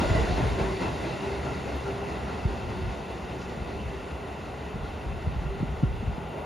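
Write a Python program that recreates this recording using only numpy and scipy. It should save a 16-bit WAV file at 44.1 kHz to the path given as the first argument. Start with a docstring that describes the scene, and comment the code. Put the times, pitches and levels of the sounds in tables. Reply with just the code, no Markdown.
"""From an open platform, a dozen metres off the last car, an electric train is heard gathering speed.
At first wheels squeal, eddies thump the two microphone ports and a motor car drones past the platform end.
A worn wheel throbs once a turn and the drive whines as the roar sinks into its echo off walls and houses.
Then the cars bite into a curve, swelling bands of that echo, while stronger gusts return to the microphone.
Shaped noise makes roar, echo and breeze; narrow noise the squeals; slowing swings the thumps."""
import sys
import numpy as np
from scipy import signal
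from scipy.fft import rfft, irfft
from scipy.io import wavfile
from scipy.ndimage import uniform_filter1d

SR = 44100
rng = np.random.default_rng(int(sys.argv[2]) if len(sys.argv) > 2 else 0)


def file_out(sig):
    """Save sig as 16-bit WAV at sys.argv[1]."""
    # one column per channel
    cols = np.atleast_2d(sig).T
    # limit, then scale
    lim = np.clip(cols, -1, 1)
    pcm = np.round(lim * 32767).astype(np.int16)
    wavfile.write(sys.argv[1], SR, pcm)


N = 284445  # samples
SIZE, HOP = 1024, 256  # spectral frame and step, samples
BINS = np.fft.rfftfreq(SIZE, 1 / SR)  # Hz
FRAMES = np.arange(N // HOP + 3) * HOP / SR  # s
TIME = np.arange(N) / SR  # s
SIDES = np.array([[1], [-1]])  # left, right

# Microphone, left port against right: freq_hz, likeness (0 to 1)
PORT_LIKENESS = [(60, .89), (250, .89), (640, .64), (1050, .15), (1400, .52), (1750, .88), (2300, .965),
                 (2900, .91), (4000, .95), (5500, .985), (7700, .9999), (8800, .9999), (9600, .9),
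                 (11000, .99), (13000, .95), (15000, .4)]
# Lead of the left port: freq_hz, lead_rad
PORT_LEAD = [(6700, 0), (7350, 1), (7700, 3.13), (8800, 3.15), (9150, 1.5), (10300, 0)]
# Left port minus right: freq_hz, balance_db
PORT_BALANCE = [(700, 0), (1000, 1), (1320, 3), (1900, .6), (2400, 0)]
TREBLE_EDGE_HZ = 15650

# Colour of the breeze's rumble, only the shape counts: freq_hz, density_db
BREEZE_COLOUR = [(25, -13), (48, 7), (66, 6), (100, -8), (135, -9.5), (190, -10), (280, -28.5), (600, -43),
                 (2000, -85)]
# Gusts at the microphone: middle_s, length_s, level_db (before the breeze's trim), pitch_factor
GUSTS_AT_PORTS = [(0.174, 1, -31, 0.99), (.47, 0.44, -32, 1.18), (2.763, 0.44, -35, 1.27),
                  (3.703, 1, -44.5, 0.99), (4.81, 0.27, -37, 1.1), (5.107, 0.28, -34, 1.11),
                  (5.402, 0.55, -31.5, 0.99), (5.684, 0.41, -33, 1.16), (5.922, 0.39, -32.5, 1.03),
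                  (6.066, 0.2, -31, 1.1)]
# The breeze between gusts (before the trim), and its quick unevenness (rms dB)
LULL_DB, LULL_PITCH_FACTOR, LUMPY_DB = -58, 0.94, 1.8
# Single eddies striking the ports: middle_s, level_db, pitch_hz (at the middle), length_s,
# wake_db (against level_db)
PORT_EDDIES = [(0.113, -17.5, 98, 0.04, -9), (.152, -19, 149, 0.015, -3), (.181, -20, 113, 0.02, -6),
               (.246, -29, 190, 0.025, -19), (0.31, -21.5, 91, 0.041, -10), (0.41, -21.5, 129, 0.025, -14),
               (0.435, -21.5, 129, 0.033, -6), (0.522, -29, 67, .05, -10), (.612, -20, 108, 0.017, -9),
               (2.456, -15.5, 90, 0.017, -12.5), (2.79, -32, 84, 0.044, -14), (2.838, -26, 68.3, .04, -14),
               (2.878, -27, 78, 0.042, -17), (3.615, -31, 62, 0.049, -23), (3.863, -30, 62.3, 0.055, -15),
               (4.76, -28, 149, .018, -18), (4.83, -30.5, 86, .05, -14), (5.063, -25.5, 61.6, .04, -17),
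               (5.275, -19, 81.5, .028, -20), (5.366, -26, 64, .045, -19), (5.42, -29, 170, 0.017, -14),
               (5.465, -27.5, 110, 0.022, -11), (5.495, -28, 57.5, 0.061, -16),
               (5.612, -24.5, 123, 0.028, -18), (5.631, -17, 165, 0.013, -19),
               (5.836, -12.5, 146, 0.022, -11), (6.031, -27.5, 207, 0.018, -3),
               (6.099, -24, 95, 0.018, -13), (6.123, -29, 56, 0.044, -20), (6.183, -27.5, 195, 0.014, -19)]
WAKE_PEAK_S = .028  # from the middle of an eddy to the height of its wake
# Brief faint hisses: middle_s, length_s, centre_hz, width_hz, level_db
TREBLE_HISSES = [(1.762, .006, 12800, 3000, -57), (3.425, .12, 4900, 3000, -55.5),
                 (4.882, 0.49, 3550, 1100, -59), (6.292, 0.036, 10500, 3500, -68),
                 (6.42, .25, 10500, 3000, -72)]

# Wheel speed, its gain each second, the part of a turn already done, and the rim's length
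TURNS_PER_S, TURNS_PER_S2, FIRST_TURN, WHEEL_RIM_M = 4.48, .17, .45, 2.7
START_M = 12.2  # distance of the last car at the start
HUM_RECEDE_SHARE = .55  # share of the train's fading that the hum follows; echoes carry the rest
# Pitch of the drive's whine, before it wavers: time_s, pitch_hz
WHINE_PITCH_TRACK = [(.7, 384), (1.3, 393), (2.1, 401), (2.85, 370), (3.3, 374), (4.0, 392), (5.5, 394),
                     (6.4, 402)]
# The whine stands out of the hum: middle_s, length_s, peak_db
WHINE_STANDOUTS = [(0.677, 0.43, -31), (1.28, 0.38, -34), (1.732, 0.15, -36), (1.884, 0.21, -32.5),
                   (2.036, 0.26, -35.5), (2.543, 0.15, -42), (2.834, 0.19, -37), (3.94, .25, -46),
                   (4.247, 0.055, -38), (5.193, 0.19, -42), (5.515, 0.28, -39.5)]
# A wheel sings out briefly: middle_s, length_s, pitch_hz, width_hz, level_db (of the part common to both sides)
WHEEL_SONGS = [(0.016, .1, 650, 45, -34), (0.046, 0.09, 544, 160, -34), (0.154, 0.2, 650, 55.3, -33),
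               (0.224, .13, 460, 30.2, -32), (0.317, .2, 723, 25, -38.5), (.07, .2, 1407, 60, -42.5),
               (0.173, .1, 1970, 90, -39), (1.063, .16, 336, 25, -41), (1.474, .12, 1380, 70, -46),
               (1.883, 0.08, 1370, 70, -44), (2.291, .12, 1380, 80, -50), (3.414, 0.1, 1430, 100, -47.5),
               (3.6, 0.11, 1420, 70, -50), (5.846, 0.094, 1390, 70, -47.5), (6.386, .2, 383, 80.6, -41.5)]

# Direct rolling roar, only the shape counts: freq_hz, density_db
ROAR_COLOUR = [(48, -12), (76, 14), (100, -4), (140, 4.5), (310, 2.5), (420, 2), (510, -2), (635, 1),
               (740, -2), (1050, -3), (1250, -13.5), (2400, -15.5), (4400, -26.5), (7000, -26.5),
               (9500, -29.5), (11000, -42.5), (15500, -50)]
# The roar thrown back by walls and houses, only the shape counts: freq_hz, density_db
ECHO_COLOUR = [(40, -1), (64, 4), (105, 3), (170, 3.5), (290, -7.5), (430, -1.5), (590, -5), (780, -2),
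               (1150, -11), (1700, -20.5), (3000, -21), (5000, -48.5), (7400, -59), (9300, -37),
               (10800, -68), (12500, -42.5), (15500, -54)]
# Ringing of wheels and rails, about which it flickers: pitch_hz, width_hz, height_db
STEEL_RINGS = [(1412, 125, 7.5), (1520, 180, 1), (1928, 164, 5.5), (2056, 160, 4.5), (2690, 207, 8),
               (3634, 410, 5.5), (4410, 1050, 7)]
# How far each band joins in the throb: freq_hz, swing_factor
THROB_BANDS = [(60, 0.36), (350, 1.65), (900, 1.44), (1400, 0.91), (2200, 0.85), (5000, 0.64),
               (12000, 0.53)]
# Echo bands that swell: middle_s, length_s, rise_db, centre_hz, width_hz; the wide rows as cars bite into the
# curve, the narrow 212 Hz row a low hum that swells for a while
CURVE_BITES = [(2.3, 1.06, 4.5, 850, 700), (3.6, 1.2, 7, 212, 50), (6.54, 1.05, 6, 635, 650)]
# Throb swing before the band factors: open track, and extra as the worn wheel passes the platform end
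THROB_DB, PLATFORM_END_DB = 3.5, 5.5
PLATFORM_END_S, PLATFORM_END_LENGTH_S = 0.78, 0.61
# Stereo width exponent: far away, and extra while close
FAR_WIDTH, NEAR_WIDTH = .5, 1.1
TREBLE_RISE_DB_PER_M = 0.03  # tilt of the direct roar at 7 kHz, per metre rolled


def amp(db):
    """Turns decibels into an amplitude factor."""
    return 10 ** (np.asarray(db) / 20)


def evened(x):
    """Scales to rms 1."""
    return x / np.sqrt(np.mean(x ** 2) + 1e-20)


def at(curve, s):
    """Reads a curve in time."""
    return np.interp(s, *np.transpose(curve))


def across(points, hz=BINS):
    """Reads a table on a log-frequency axis."""
    f, value = np.transpose(points)
    return np.interp(np.log(hz + 1), np.log(f), value)


def swell(s, middle_s, length_s):
    """A smooth rise and fall of height 1."""
    return np.cos(np.pi * np.clip((s - middle_s) / length_s, -.5, .5)) ** 2


def resonance(hz, width_hz):
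    """Peak of height 1 over the bins, half as high at half its width from the centre."""
    return 1 / (1 + (2 * (BINS - hz) / width_hz) ** 2)


def add(mix, s, sound):
    """Mixes a sound in from time s, or from the very start if s is negative."""
    part = mix[:, max(round(s * SR), 0):][:, :sound.shape[-1]]
    part += sound[..., :part.shape[1]]


def patches(frames_count, bins_count):
    """Smooth chance over time and frequency, rms 1."""
    chance = rng.standard_normal((len(FRAMES), len(BINS)))
    chance = uniform_filter1d(chance, frames_count, axis=0)
    return evened(uniform_filter1d(chance, bins_count, axis=1))


def port_noise(colour_db, motion_db, width=1):
    """Coloured noise moved by a field of dB at the two ports; a wider source is less alike in them."""
    shape = (2, len(FRAMES), len(BINS))
    left, other = rng.standard_normal(shape) + 1j * rng.standard_normal(shape)
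    same = np.clip(across(PORT_LIKENESS) ** width, 0, 1)
    right = same * left + np.sqrt(1 - same ** 2) * other
    right = right * np.exp(-1j * across(PORT_LEAD))
    lean = amp(across(PORT_BALANCE) / 2)
    spectra = np.array([left * lean, right / lean]) * evened(amp(colour_db)) * amp(motion_db)
    spectra = spectra.transpose(0, 2, 1) / np.sqrt(HOP)
    return signal.istft(spectra, nperseg=SIZE, noverlap=SIZE - HOP)[1][:, :N]


def band_noise(hz, width_hz, size):
    """Noise of rms 1 in a bell-shaped band."""
    f = np.fft.rfftfreq(size, 1 / SR)
    bell = np.exp(-2 * ((f - hz) / width_hz) ** 2)
    return evened(irfft(rfft(rng.standard_normal(size)) * bell, size))


def complex_noise(spread_hz):
    """Slow noise that blurs a turning tone in both phase and strength."""
    return band_noise(0, spread_hz, size=N) + 1j * band_noise(0, spread_hz, size=N)


def breeze(trim_db=-1, width=1.6):
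    """Lumpy low rumble of air over the ports, partly their own at each; gusts rise out of a steady lull."""
    def colour(pitch_factor):
        """The rumble's spectrum shifted in pitch, rms 1."""
        return evened(amp(across(BREEZE_COLOUR, BINS / pitch_factor)))
    power = (amp(LULL_DB) * colour(LULL_PITCH_FACTOR)) ** 2
    for s, length, db, pitch_factor in GUSTS_AT_PORTS:
        gust = amp(db) * swell(FRAMES, s, length)[:, None] * colour(pitch_factor)
        power = power + gust ** 2
    motion_db = 10 * np.log10(power) + LUMPY_DB * patches(frames_count=5, bins_count=12)
    return amp(trim_db) * port_noise(0, motion_db, width)


def eddies(rise_share=0.59, fall_share=1.08, sag=0.62, skew_rad=0.28, wake_hz=58,
           edge_db=-9, edge_ratio=1.83, edge_share=0.69):
    """Each eddy shoves the diaphragms through slowing swings, skewed between ports, and leaves a low wake."""
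    out = np.zeros((2, N))
    t = np.arange(-SR // 10, SR // 4) / SR
    first_sides = rng.choice([-1, 1], len(PORT_EDDIES))
    for (s, db, hz, length, wake_db), side in zip(PORT_EDDIES, first_sides):
        age = t / length
        shove = np.exp(-(2 * age / np.where(t < 0, rise_share, fall_share)) ** 2)
        phase = 2 * np.pi * hz * length * (1 - np.exp(-sag * np.clip(age, -2, 2))) / sag
        apart = side * skew_rad * SIDES
        # the hardest swing is steeper
        edge = np.exp(-(2 * age / edge_share) ** 2) * np.sin(edge_ratio * phase + apart)
        wake_age = np.maximum(t, 0) / WAKE_PEAK_S
        wake = wake_age * np.exp(1 - wake_age) * np.sin(2 * np.pi * wake_hz * t + apart)
        strike = shove * np.sin(phase + apart) + amp(edge_db) * edge + amp(wake_db) * wake
        add(out, s + t[0], amp(db) * strike)
    return out


def hisses():
    """Short soft swells of treble noise, the same at both ports."""
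    out = np.zeros((2, N))
    for s, length, hz, width, db in TREBLE_HISSES:
        count = int(length * SR)
        add(out, s - length / 2, amp(db) * np.hanning(count) * band_noise(hz, width, size=count))
    return out


def wheel_turns(s):
    """Turns made since the start, under steady acceleration."""
    return TURNS_PER_S * s + TURNS_PER_S2 * s ** 2 / 2


def metres_rolled(s):
    """Each turn carries the train one rim's length."""
    return WHEEL_RIM_M * wheel_turns(s)


def receding_db(s):
    """Sound pressure falls as one over the distance, which grows as the wheels roll."""
    return -20 * np.log10(1 + metres_rolled(s) / START_M)


def treble_rise_db(s):
    """The direct roar tilts towards the treble as the wheels roll on."""
    return TREBLE_RISE_DB_PER_M * metres_rolled(s)[:, None] * (BINS / 7000) ** 1.5


def wheel_beat(s, rise=0.16, fall=0.75):
    """Once a turn the worn patch meets the rail: a quick swell that dies away; mean 0, swing 1."""
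    turn = (FIRST_TURN + wheel_turns(s)) % 1
    beat = np.minimum(turn / rise, 1) * np.exp(-np.maximum(turn - rise, 0) / fall)
    return beat - beat.mean()


def boom(boom_db=-40.5, boom_hz=69, width_hz=19, recede_share=0.19, apart=0.11):
    """Car bodies and track bed boom under the rolling weight; so low a sound carries far."""
    mid, side = (band_noise(boom_hz, width_hz, size=N) for _ in range(2))
    return amp(boom_db + recede_share * receding_db(TIME)) * (mid + apart * side * SIDES)


def motor_hum(hum_db=-41.5, middle_s=1.16, length_s=3.4, spread_hz=14):
    """A motor car drones at a third of the whine's pitch while it passes the end of the platform."""
    turn = np.exp(2j * np.pi * np.cumsum(at(WHINE_PITCH_TRACK, TIME) / 3) / SR)
    return amp(hum_db) * swell(TIME, middle_s, length_s) * (turn * complex_noise(spread_hz)).real


def drive(blur_db=-39.5, spread_hz=62, waver_hz=4, apart=0.21, throb_db=3):
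    """Motors out of step blur into a broad hum; the leading ones' wavering tone comes and goes in it."""
    waver = waver_hz * band_noise(0, 8.64, size=N)
    turn = np.exp(2j * np.pi * np.cumsum(at(WHINE_PITCH_TRACK, TIME) + waver) / SR)
    blur, side = (complex_noise(spread_hz) for _ in range(2))
    hum_db = blur_db + HUM_RECEDE_SHARE * receding_db(TIME) + throb_db * wheel_beat(TIME)
    hum = amp(hum_db) * (blur + apart * side * SIDES)
    tone = sum(amp(db) * swell(TIME, s, length) for s, length, db in WHINE_STANDOUTS)
    return (turn * (hum + tone)).real


def singing(apart=0.37):
    """Now and then a rubbing wheel lets one narrow resonance sing out."""
    out = np.zeros((2, N))
    for s, length, hz, width, db in WHEEL_SONGS:
        count = int(length * SR)
        mid, side = (band_noise(hz, width, size=count) for _ in range(2))
        add(out, s - length / 2, amp(db) * np.hanning(count) * (mid + apart * side * SIDES))
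    return out


def steel_ring(wander=0.008, flicker=0.17):
    """Steel resonances in dB; pitch and strength drift as the contact point wanders over the tread."""
    total = 0
    for hz, width, db in STEEL_RINGS:
        chance = rng.standard_normal((2, len(FRAMES), 1))
        drift, strength = evened(uniform_filter1d(chance, size=9, axis=1))
        total = total + db * (1 + flicker * strength) * resonance(hz * (1 + wander * drift), width)
    return total


def rolling(roar_db=-28.0, echo_db=-40.0, roar_patchy_db=1.0, echo_patchy_db=0.8, echo_throb=0.13):
    """Rough steel on steel rings the wheels and rails; the direct roar recedes into its own echo."""
    ring_db = steel_ring()
    mean_ring_db = ring_db.mean(0)
    waver_db = ring_db - mean_ring_db
    swing_db = THROB_DB + PLATFORM_END_DB * swell(FRAMES, PLATFORM_END_S, PLATFORM_END_LENGTH_S)
    throb_db = (wheel_beat(FRAMES) * swing_db)[:, None] * across(THROB_BANDS)
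    fading_db = receding_db(FRAMES)[:, None]
    near_db = fading_db + treble_rise_db(FRAMES) + throb_db
    near_db = near_db + roar_patchy_db * patches(frames_count=12, bins_count=8)
    # many paths soften the throb in the echo
    far_db = echo_throb * throb_db + echo_patchy_db * patches(frames_count=24, bins_count=5)
    curve_db = sum(db * swell(FRAMES, s, length)[:, None] * resonance(hz, width)
                   for s, length, db, hz, width in CURVE_BITES)
    stereo_width = FAR_WIDTH + NEAR_WIDTH * amp(fading_db)
    roar = port_noise(across(ROAR_COLOUR) + mean_ring_db, near_db + waver_db, stereo_width)
    echo = port_noise(across(ECHO_COLOUR) + mean_ring_db, far_db + curve_db + waver_db, stereo_width)
    return amp(roar_db) * roar + amp(echo_db) * echo


def scene():
    """Wind at the microphone and the train drawing away from it."""
    wind = breeze() + eddies() + hisses()
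    train = boom() + motor_hum() + drive() + singing() + rolling()
    return wind + train


def record(dry, low_cut_hz=41):
    """The recorder cuts the deepest bass and the top of the treble."""
    low_cut = signal.butter(4, low_cut_hz, "highpass", fs=SR, output="sos")
    treble_cut = signal.firwin(511, TREBLE_EDGE_HZ, window=("kaiser", 9), fs=SR)
    return signal.oaconvolve(signal.sosfilt(low_cut, dry), treble_cut[None], "same")


dry = scene()
out = record(dry)
file_out(out)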